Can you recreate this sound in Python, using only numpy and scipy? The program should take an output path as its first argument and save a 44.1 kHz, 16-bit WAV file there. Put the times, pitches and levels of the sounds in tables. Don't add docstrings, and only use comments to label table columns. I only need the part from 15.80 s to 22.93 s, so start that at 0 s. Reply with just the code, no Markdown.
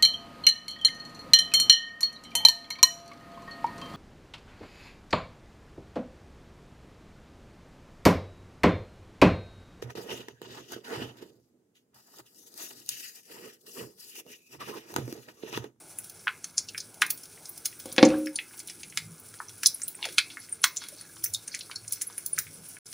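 import sys
import numpy as np
from scipy import signal
from scipy.fft import rfft, irfft
from scipy.io import wavfile
from scipy.ndimage import uniform_filter1d

SR = 44100
rng = np.random.default_rng(int(sys.argv[2]) if len(sys.argv) > 2 else 0)


def unload_audio(sound):
    columns = np.transpose(np.atleast_2d(sound))
    steps = np.round(np.clip(columns, -1, 1) * 32767)
    wavfile.write(sys.argv[1], SR, steps.astype(np.int16))


def attenuation_scalar(level_db):
    decades = np.asarray(level_db, float) / 20
    return 10 ** decades


N = 314433

# (time [s], peak level [dB])
MURMUR_SWELLS = [
    (0.02, -60),
    (1.24, -50.5),
    (1.84, -74.5),
    (2.13, -50),
    (2.32, -32),
    (6.78, -57),
]
# (frequency [Hz], level [dB per Hz])
MURMUR_COLOUR = [(15, -64), (25, -12.5), (98, 3), (152, 0), (213, 3), (318, 6.5), (655, -3), (1460, -6.5),
                 (1890, -43.5), (2180, -23), (3000, -13), (3900, -47), (6600, -120)]
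# (frequency [Hz], width [Hz], level [dB])
FLAME_RESONANCES = [(103.8, 27.4, -0.5), (160.6, 35, -0.5)]
# (time [s], peak level [dB])
FLAME_FLUTTERS = [
    [(1.24, -55), (1.94, -58), (2.24, -44.5), (3.29, -42), (3.55, -57), (3.74, -48.5), (5.54, -42),
     (6.09, -47), (6.69, -47)],
    [(1.3, -48.5), (2.24, -44), (3.15, -49), (3.29, -36), (3.9, -53), (6.6, -52), (6.82, -42.5)],
]
# (time [s], peak level [dB])
SLEEVE_SWISHES = [
    (0.04, -58.5),
    (0.15, -62),
    (0.36, -64.5),
    (1.17, -62),
    (1.62, -62),
    (1.78, -67),
]
# (time [s], level [dB], pitch [Hz])
TONGS_SLIDE = [
    (4.185, -58, 954),
    (4.21, -58.5, 953),
    (4.25, -44.5, 906),
    (4.27, -46.5, 627),
    (4.3, -50, 388),
    (4.35, -60, 280),
]
# (time [s], peak level [dB], hardness [Hz], deep modes [dB])
SPOON_KNOCKS = [
    (2.057, -28, 2000, -2.5),
    (2.182, -3.5, 2000, -6.5),
    (2.229, 2.5, 1800, 1.5),
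    (2.303, -30, 3000, -3),
    (2.337, -19, 2960, -2.5),
]
# (frequency [Hz], level [dB], ring length [s]; a mode falls 60 dB in 0.7 of it)
VESSEL_MODES = [(164.6, -16.5, 0.55), (243, -15, 0.65), (299.4, 3, 0.26), (307, -6, 1.64), (332.3, 1, 0.43),
                (371, -3, 0.2), (398, -19, 0.5), (509, -2, 0.2), (527, 1.5, 0.19), (542.4, -10, 1.22),
                (612, -12, 0.35), (750.6, -6, 0.33), (802, -6, 0.12), (1086, -6.5, 0.12)]
# (time [s], sizzle level [dB])
FRYING_HEAT = [
    (0, -53),
    (1.05, -55.5),
    (1.6, -52),
    (2.15, -50),
    (2.6, -51.5),
    (4.3, -51.5),
    (5.0, -53),
    (7.13, -49.5),
]
# (frequency [Hz], level [dB per Hz])
SIZZLE_COLOUR = [(880, -56), (1500, -4), (1910, -23), (2200, -7), (3120, -13.5), (3380, -10), (4760, -9),
                 (5310, -2), (7320, -7), (9790, 5), (13000, -20.5), (15500, -0.5), (16000, -11),
                 (16500, -31)]
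# (time [s], peak level [dB], pitch [Hz])
WET_PATCHES = [(2.089, -48, 3500), (2.269, -56, 2500), (5.76, -60, 2300), (6.31, -67, 3280),
               (6.22, -54, 5600), (2.36, -68, 1780), (2.74, -58, 1910), (2.8, -72, 4200), (2.9, -55, 3300),
               (3.04, -56, 3000), (4.25, -37, 3580), (4.3, -71, 2500), (4.52, -49, 4360), (4.62, -53, 4800),
               (5.03, -40, 3820), (5.08, -62, 4260), (5.07, -53.5, 1930), (5.19, -46.5, 4170),
               (5.23, -65, 4500), (5.38, -68, 1500), (5.27, -61, 1640), (5.7, -56, 2040),
               (5.731, -44.5, 5000), (5.84, -52, 4930), (5.93, -55, 1500), (6.148, -47, 5830),
               (6.23, -58, 3000), (6.31, -52, 1860), (6.33, -75, 5500), (6.47, -74, 4800)]
# (time [s], level
# [dB], pitch [Hz], width [octaves])
STEAM_BURSTS = [(0.4704, -26.5, 1540, 0.42), (0.4786, -26.5, 1640, 0.48), (0.7794, -22, 6280, 0.27),
                (1.2192, -21, 2620, 0.28), (1.2172, -27, 7000, 0.51), (1.2192, -20.5, 1406, 0.34),
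                (1.303, -26.5, 12800, 1.03), (1.8559, -25, 8000, 0.74), (2.1805, -19, 2400, 0.47),
                (2.2273, -20, 2670, 0.52), (2.2496, -29, 6260, 0.19), (3.1729, -26, 3160, 0.77),
                (3.8323, -29, 5200, 0.85), (3.8588, -16, 5500, 0.36), (3.867, -20, 9000, .31),
                (4.0319, -29, 8430, 0.071), (4.0796, -27.5, 15100, 0.35), (4.3818, -16.5, 2620, 0.43),
                (4.3822, -24, 4400, 0.12), (4.3818, -26, 7700, 0.32), (4.8385, -22, 7000, 0.22),
                (4.8399, -18, 3650, 0.67), (4.8399, -21.5, 1500, 0.32), (4.9682, -29.5, 6950, 0.13),
                (5.4401, -26.5, 9600, 0.52), (5.5369, -30, 8400, 0.39), (6.1228, -26.5, 10800, 0.53),
                (6.2179, -29, 9000, 0.3), (6.379, -34, 11000, 0.16), (6.4609, -28.5, 13400, 0.56),
                (6.581, -37, 11700, 1), (6.5872, -24, 8700, 0.69)]
# (time [s], level [dB], pitch [Hz])
BUBBLE_PINGS = [(0.4655, -35.5, 1085), (0.886, -45, 2830), (0.9758, -39, 5050), (1.9909, -43, 15400),
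                (2.3382, -44.5, 1580), (2.4694, -44, 5230), (2.5555, -33, 9300), (2.7692, -50, 14900),
                (3.6827, -47, 5720), (3.9435, -35, 11000), (4.1507, -41, 8570), (5.675, -38.5, 8700),
                (4.6001, -49, 10740), (4.6923, -49, 9300), (4.7239, -31, 8880), (4.8161, -43.5, 10500),
                (5.118, -50.5, 583), (5.2107, -47.5, 9600), (5.29, -62, 1640), (5.4378, -37, 5600),
                (5.4586, -38, 5960), (5.5454, -31.5, 3750), (5.716, -46, 4600), (5.9575, -38, 4400),
                (6.0779, -37.5, 8470), (6.2686, -40, 10600), (6.2723, -40.5, 10700), (6.5314, -30, 9300),
                (5.9575, -41.5, 5550), (6.739, -51, 10400)]
# (time [s], level [dB], pitch [Hz])
BUBBLE_SPITS = [(0.1857, -35, 10500), (0.6421, -36, 6200), (0.886, -40, 5140), (1.002, -37, 5530),
                (1.6547, -44, 6100), (1.6919, -33.5, 15600), (2.1172, -46, 4740), (2.287, -43, 6600),
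                (2.3851, -46, 15290), (2.5577, -36.5, 5250), (2.7917, -41, 7370), (2.8969, -41.5, 6430),
                (3.0318, -44, 5540), (3.3973, -44, 15100), (4.017, -36.5, 7210), (4.0796, -47, 4200),
                (4.9682, -42, 4570), (5.0176, -51, 3900), (5.5454, -32.5, 5600), (5.6771, -39, 7000),
                (5.7469, -33.5, 6200), (5.7903, -43.5, 8500), (5.808, -38.5, 3850), (5.4405, -21.5, 15300),
                (6.2155, -38.5, 5950), (6.0779, -43, 6700), (4.842, -23.5, 15800), (6.2124, -40, 7320),
                (6.8859, -40.5, 15240), (7.0613, -52.5, 7040)]
# (time [s], level [dB], pitch [Hz])
FAT_SPLASHES = [(0.2428, -42.5, 15290), (0.296, -41.5, 12920), (0.6421, -43, 3560), (0.7794, -42, 2460),
                (0.9783, -35, 5370), (1.1424, -48.5, 9700), (1.264, -37, 10410), (1.375, -44.5, 15300),
                (1.4335, -43.5, 12000), (1.4544, -48, 9350), (1.776, -40, 14530), (1.999, -44, 5530),
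                (2.0563, -42, 9000), (2.125, -36.5, 15200), (2.1628, -40.5, 2760), (2.3021, -41, 1780),
                (2.4585, -43.5, 8760), (2.8001, -43.5, 5400), (2.8735, -39, 11000), (3.54, -50, 4970),
                (3.693, -46.5, 4500), (4.253, -34, 2700), (4.2876, -44, 2220), (4.3244, -45, 15200),
                (4.962, -43, 7320), (5.0382, -45, 2560), (5.0853, -39.5, 9100), (5.9126, -43, 1600),
                (6.2124, -42.5, 3210), (7.1275, -43.5, 4070)]
# (time [s], level [dB], pitch [Hz])
TRAPPED_PLOPS = [(0.1857, -53.5, 2220), (0.946, -39.5, 2000), (0.9783, -54, 1660), (1.8559, -52.5, 1490),
                 (1.9263, -53, 2560), (2.4694, -39.5, 2000), (2.5871, -30, 2510), (4.5696, -39.5, 1620),
                 (2.8969, -47, 2500), (3.0318, -44.5, 2510), (3.1235, -50, 2500), (3.601, -35.5, 1185),
                 (3.8323, -37.5, 1670), (4.017, -52.5, 1860), (4.2264, -31.5, 2970), (4.2414, -32, 2800),
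                 (4.5015, -44.5, 3140), (5.0176, -48.5, 1276), (6.6673, -49, 2200), (5.4401, -49.5, 1800),
                 (5.4586, -48, 2020), (5.7419, -38, 2170), (5.7469, -41, 2310), (5.8963, -46.5, 1150),
                 (6.2179, -48.5, 2140), (6.2987, -51.5, 960), (6.379, -50, 2200), (6.577, -39, 1740),
                 (6.581, -34, 1750), (6.9667, -50, 1930)]
# (time [s], level
# [dB], pitch [Hz])
STRAY_TICKS = [(0.393, -56, 6100), (0.698, -59, 5250), (1.302, -44, 2640), (1.575, -56.5, 2200),
               (1.763, -57, 6030), (2.709, -58.5, 1660), (2.735, -56, 2460), (2.74, -58, 970),
               (2.778, -53, 6000), (2.884, -47, 3460), (3.003, -58, 3420), (3.099, -50, 6700),
               (3.318, -55, 8100), (3.38, -58, 6000), (3.539, -55.5, 1500), (3.587, -54.5, 4600),
               (3.997, -58, 1510), (4.146, -56, 2210), (4.189, -57, 2070), (4.686, -56, 2210),
               (4.724, -60, 1640), (5.148, -58, 7000), (5.148, -64, 2980), (5.21, -53, 5700),
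               (5.21, -57, 1600), (5.25, -57.5, 1640), (5.36, -53, 7200), (5.368, -56, 3800),
               (5.365, -56, 1180), (5.424, -58, 3000), (3.859, -28, 15500), (1.219, -37, 15300),
               (6.123, -36, 15300), (6.587, -27, 15100), (5.545, -38, 15300), (1.303, -21, 15400),
               (6.09, -45, 15300), (6.22, -39, 15300), (5.537, -57, 4820), (5.677, -53.5, 2100),
               (5.79, -50.5, 3390), (5.913, -42.5, 3290), (5.957, -43, 7100), (6.047, -59, 2220),
               (6.108, -50, 4800), (6.124, -51, 2800), (6.131, -36, 9800), (6.133, -42.5, 5630),
               (6.171, -58, 1990), (6.299, -56, 3320), (6.325, -53, 5500), (6.379, -49.5, 5600),
               (6.461, -48, 5060), (6.564, -51, 5190), (7.065, -49, 6170)]
# (frequency [Hz], width [Hz], level [dB])
PAN_RESONANCES = [(1475, 160, 2), (1640, 50, 2), (2200, 120, 2), (2440, 200, -10.5), (3400, 98, -2),
                  (3940, 86, -3), (4400, 180, 2), (5400, 410, -0.5), (6060, 470, 1.5), (7000, 350, -6)]
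# (frequency [Hz], width [Hz], share [ratio])
MICROPHONE_PORT = [(9930, 1250, 1.63), (12280, 1600, -0.74), (13700, 2500, -1.6), (8116, 1100, -0.68),
                   (15800, 1200, 1.2)]
# (frequency [Hz], time to fall 60 dB [s])
KITCHEN_ECHO = [(700, 0.26), (1400, 0.22), (3500, 0.21), (6000, 0.089), (14000, 0.18)]
# (off [s], faint return [s], fully on [s])
DROPOUT_TIMES = (6.988, 7.048, 7.057)


def rms_one(x):
    return x / np.sqrt(np.mean(x ** 2) + 1e-20)


def in_time(rows, outside=None):
    s, *columns = np.transpose(rows)
    t = np.arange(N) / SR
    return [np.interp(t, s, column, outside, outside) for column in columns]


def at_hz(points, hz):
    point_hz, value = np.array(points).T
    return np.interp(np.log(hz), np.log(point_hz), value)


def band(x, low_hz, high_hz, order=2):
    edges = [low_hz, min(high_hz, 0.45 * SR)]
    return signal.sosfilt(signal.butter(order, edges, "band", fs=SR, output="sos"), x)


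def drift(rate_hz):
    r = np.exp(-80 * np.pi * rate_hz / SR)
    noise = rng.standard_normal(N // 40 + 2002)
    slow = signal.lfilter([1], [1, -2 * r, r * r], noise)[2000:]
    return np.interp(np.arange(N) / 40, np.arange(len(slow)), rms_one(slow))


def swells(peaks, rest_db, rise, fall):
    t = np.arange(0, N / SR, 0.002)
    peaks = np.array(peaks)
    late = t - peaks[:, :1]
    each_db = peaks[:, 1:] + np.where(late < 0, rise, -fall) * late
    power = attenuation_scalar(2 * rest_db) + np.sum(attenuation_scalar(2 * each_db), axis=0)
    return np.interp(np.arange(N) / SR, t, 10 * np.log10(power))


def ring(clicks, hz, t60):
    r, w = attenuation_scalar(-60 / (t60 * SR)), 2 * np.pi * hz / SR
    return signal.lfilter([0, np.sin(w)], [1, -2 * r * np.cos(w), r * r], clicks + 1e-18)


def resonance(x, hz, width_hz):
    r = np.exp(-np.pi * width_hz / SR)
    feedback = [1, -2 * r * np.cos(2 * np.pi * hz / SR), r * r]
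    return signal.lfilter(np.array([1, 0, -1]) * (1 - r * r) / 2, feedback, x)


def causal(gain):
    fold = irfft(np.log(gain + 1e-4))
    half = fold.shape[-1] // 2
    return np.exp(rfft(fold * np.r_[1, np.full(half - 1, 2), 1, np.zeros(half - 1)]))


def coloured(sources, spectrum, patchy_db, count):
    low_end, high_end = spectrum[0][0], spectrum[-1][0]
    steps = int(np.log2(high_end / low_end) * count) + 2
    edges = low_end * 2 ** (np.arange(steps) / count)
    out = 0
    for k, (low, high) in enumerate(zip(edges, edges[1:])):
        level_db = at_hz(spectrum, np.sqrt(low * high)) + patchy_db * drift(3.3)
        out = out + attenuation_scalar(level_db) * band(sources[k % 2], low, high, order=3)
    return rms_one(out)


def background():
    rumble = 0
    for (hz, width_hz, level_db), flutters in zip(FLAME_RESONANCES, FLAME_FLUTTERS):
        flutter_db = swells(flutters, rest_db=-61, rise=88.5, fall=251.5)
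        flame = resonance(rng.standard_normal(N), hz, width_hz)
        rumble = rumble + attenuation_scalar(level_db + flutter_db - 8.0) * rms_one(resonance(flame, hz, width_hz))
    murmur_db = swells(MURMUR_SWELLS, rest_db=-58, rise=146.5, fall=202)
    murmur = coloured(rng.standard_normal((2, N)), MURMUR_COLOUR, patchy_db=2.5, count=3)
    return attenuation_scalar(murmur_db - 2.5) * murmur + rumble


def swish():
    level_db = swells(SLEEVE_SWISHES, rest_db=-85.5, rise=121, fall=120)
    return attenuation_scalar(level_db) * rms_one(band(rng.standard_normal(N), 560, 908, order=3))


def scrape():
    level_db = in_time(TONGS_SLIDE, outside=-120)[0]
    turn = 2 * np.pi * np.cumsum(in_time(TONGS_SLIDE)[1]) / SR
    rubbing = rng.standard_normal(N) * attenuation_scalar(4 * drift(90))
    rough = rms_one(signal.lfilter([1], [1, -1.96, 0.9604], rubbing))
    return band(attenuation_scalar(level_db) * rough * np.sqrt(2) * np.sin(turn), 200, 3000)


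def spoon():
    out = np.zeros(N)
    size = 18000
    late = np.arange(size) / SR
    rattle = band(rng.standard_normal(size), 600, 3500) * attenuation_scalar(-60 * late / 0.33)
    for s, peak_db, hard_hz, deep_db in SPOON_KNOCKS:
        click = np.exp(-2 * np.pi * hard_hz * late) * 2 * np.pi * hard_hz / SR
        at = round(s * SR)
        out[at:at + size] += attenuation_scalar(peak_db - 26.0) * rattle
        for hz, level_db, t60 in VESSEL_MODES:
            mode_db = peak_db + level_db - 19.5 + 1.2 * rng.normal()
            mode_db += deep_db * (hz < 350)
            out[at:at + size] += attenuation_scalar(mode_db) * ring(click, hz, 0.7 * t60)
    rocking_db = 1 * drift(40)
    stilled_db = 400 * np.maximum(np.arange(N) / SR - 2.5, 0)
    return out * attenuation_scalar(rocking_db - stilled_db)


def sizzle():
    level_db = in_time(FRYING_HEAT)[0]
    sizes = attenuation_scalar(2.5 * np.minimum(rng.exponential(1, (2, N)), 6)) * rng.choice([-1, 1], (2, N))
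    born = rng.random((2, N)) < 3000 * attenuation_scalar(4 * drift(15)) / SR
    grains = rms_one(sizes * born) * 3.1 + rng.standard_normal((2, N))
    return attenuation_scalar(level_db) * coloured(grains, SIZZLE_COLOUR, patchy_db=1.2, count=5)


def sputter():
    sizes = attenuation_scalar(0.8 * np.minimum(rng.exponential(1, N), 5)) * rng.choice([-1, 1], N)
    born = rng.random(N) < 6000 * attenuation_scalar(3 * drift(25)) / SR
    dealt = rng.integers(0, 16, N)
    out = 0
    for k, hz in enumerate(np.geomspace(1200, 6500, num=16)):
        peaks = [(s, db - 19.5 * abs(np.log2(hz / patch_hz))) for s, db, patch_hz in WET_PATCHES]
        level_db = swells(peaks, rest_db=-69, rise=399.5, fall=208)
        out = out + attenuation_scalar(level_db - 10.5) * rms_one(ring(sizes * born * (dealt == k), hz, 45 / hz))
    return band(out, 990, 9000)


def pops():
    size, lead = 4096, 700
    late = (np.arange(size) - lead) / SR
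    t = np.maximum(late, 0)
    events = list(STEAM_BURSTS)
    for rows, octaves in ((BUBBLE_PINGS, 0.06), (BUBBLE_SPITS, 0.31), (FAT_SPLASHES, 0.96),
                          (TRAPPED_PLOPS, 0.28), (STRAY_TICKS, 0.31)):
        events += [(*row, octaves) for row in rows]
    s, level_db, hz, octaves = np.array(events).T[..., None]

    noise = rng.standard_normal((len(s), size))
    clumps = uniform_filter1d(rng.standard_normal((len(s), size)), size=40)
    fade_s = 0.0039 + 8.8 / hz
    linger = attenuation_scalar(-17.5) * np.exp(-t / 0.029) * (1 - t / t[-1])
    after = (1 - np.exp(-t / 0.0019)) * (np.exp(-t / fade_s) + linger)
    snap = lead + 50
    fizz = attenuation_scalar(-9.5) * np.minimum(hz / 5000, 1) * np.exp(-np.abs(late - 50 / SR) / 0.0038)
    spray = noise * attenuation_scalar(2.0 * rms_one(clumps)) * (after + fizz)
    spray[:, snap] += 4.5 + 26000 / hz[:, 0]

    bins = np.arange(size // 2 + 1)
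    pitch = np.log2(np.maximum(bins, 1) * SR / size)
    colour = np.exp(-((pitch - np.log2(hz)) / (2 * octaves)) ** 2)
    colour = colour / (1 + (0.48 * np.minimum(hz, 1500) / 2 ** pitch) ** 8)
    ragged = uniform_filter1d(rng.standard_normal((len(s), len(bins))), size=30)
    ragged = attenuation_scalar(2.2 * rms_one(ragged))
    part = irfft(rfft(spray) * causal(colour * ragged))
    bursts = attenuation_scalar(level_db + 26.0) * part / np.sqrt(np.sum(part ** 2, axis=1, keepdims=True))
    out = np.zeros(N + size)
    for at, burst in zip(np.round(s[:, 0] * SR).astype(int) - lead, bursts):
        out[at:at + size] += burst
    return out[:N]


def pan(x):
    return sum(attenuation_scalar(level_db) * resonance(x, hz, width_hz) for hz, width_hz, level_db in PAN_RESONANCES)


def microphone_port(x):
    for hz, width_hz, share in MICROPHONE_PORT:
        x = x + share * resonance(x, hz, width_hz)
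    return x


def kitchen(x):
    t = np.arange(SR // 2) / SR
    noise = rng.standard_normal(len(t)) * (1 - np.exp(-t / 0.00088))
    tail = 0
    for hz in 250 * 2.0 ** np.arange(7):
        octave = band(noise, hz / np.sqrt(2), hz * np.sqrt(2))
        tail = tail + octave * attenuation_scalar(-60 * t / at_hz(KITCHEN_ECHO, hz))
    return signal.fftconvolve(x, tail / np.sqrt(np.sum(tail ** 2)))[:N]


def scene():
    vessel = band(spoon(), 164, 7200, order=3)
    patches = sputter()
    patches = attenuation_scalar(5.5) * pan(patches) + attenuation_scalar(-6.5) * patches
    near = microphone_port(pops())
    near = near + attenuation_scalar(-6) * pan(near)
    echoes = kitchen(attenuation_scalar(-10.0) * near + attenuation_scalar(-4.5) * vessel + attenuation_scalar(-17.5) * patches)
    mono = background() + swish() + scrape() + vessel + sizzle() + patches + near + echoes
    return np.array([mono, mono])


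def band_limit(x):
    return signal.sosfilt(signal.butter(12, 16990, fs=SR, output="sos"), x)


def record(dry):
    x = dry[0]
    t = np.arange(N) / SR
    off, faint, on = DROPOUT_TIMES
    x = x * np.where((t > off) & (t < on), attenuation_scalar(-32.5) * (t > faint), 1)
    x = np.clip(x, -1, 1)
    x = signal.sosfilt(signal.cheby2(12, 60, 16400, fs=SR, output="sos"), x)
    only_treble = signal.cheby2(14, 70, 3900, "high", fs=SR, output="sos")
    treble = signal.sosfilt(only_treble, np.roll(x, shift=30))
    width = attenuation_scalar(-7.0) * treble * np.clip(3 * drift(12) - 1.5, 0, 1)
    return band_limit(np.array([x + width, x - width]))


dry = scene()
out = record(dry)
unload_audio(out)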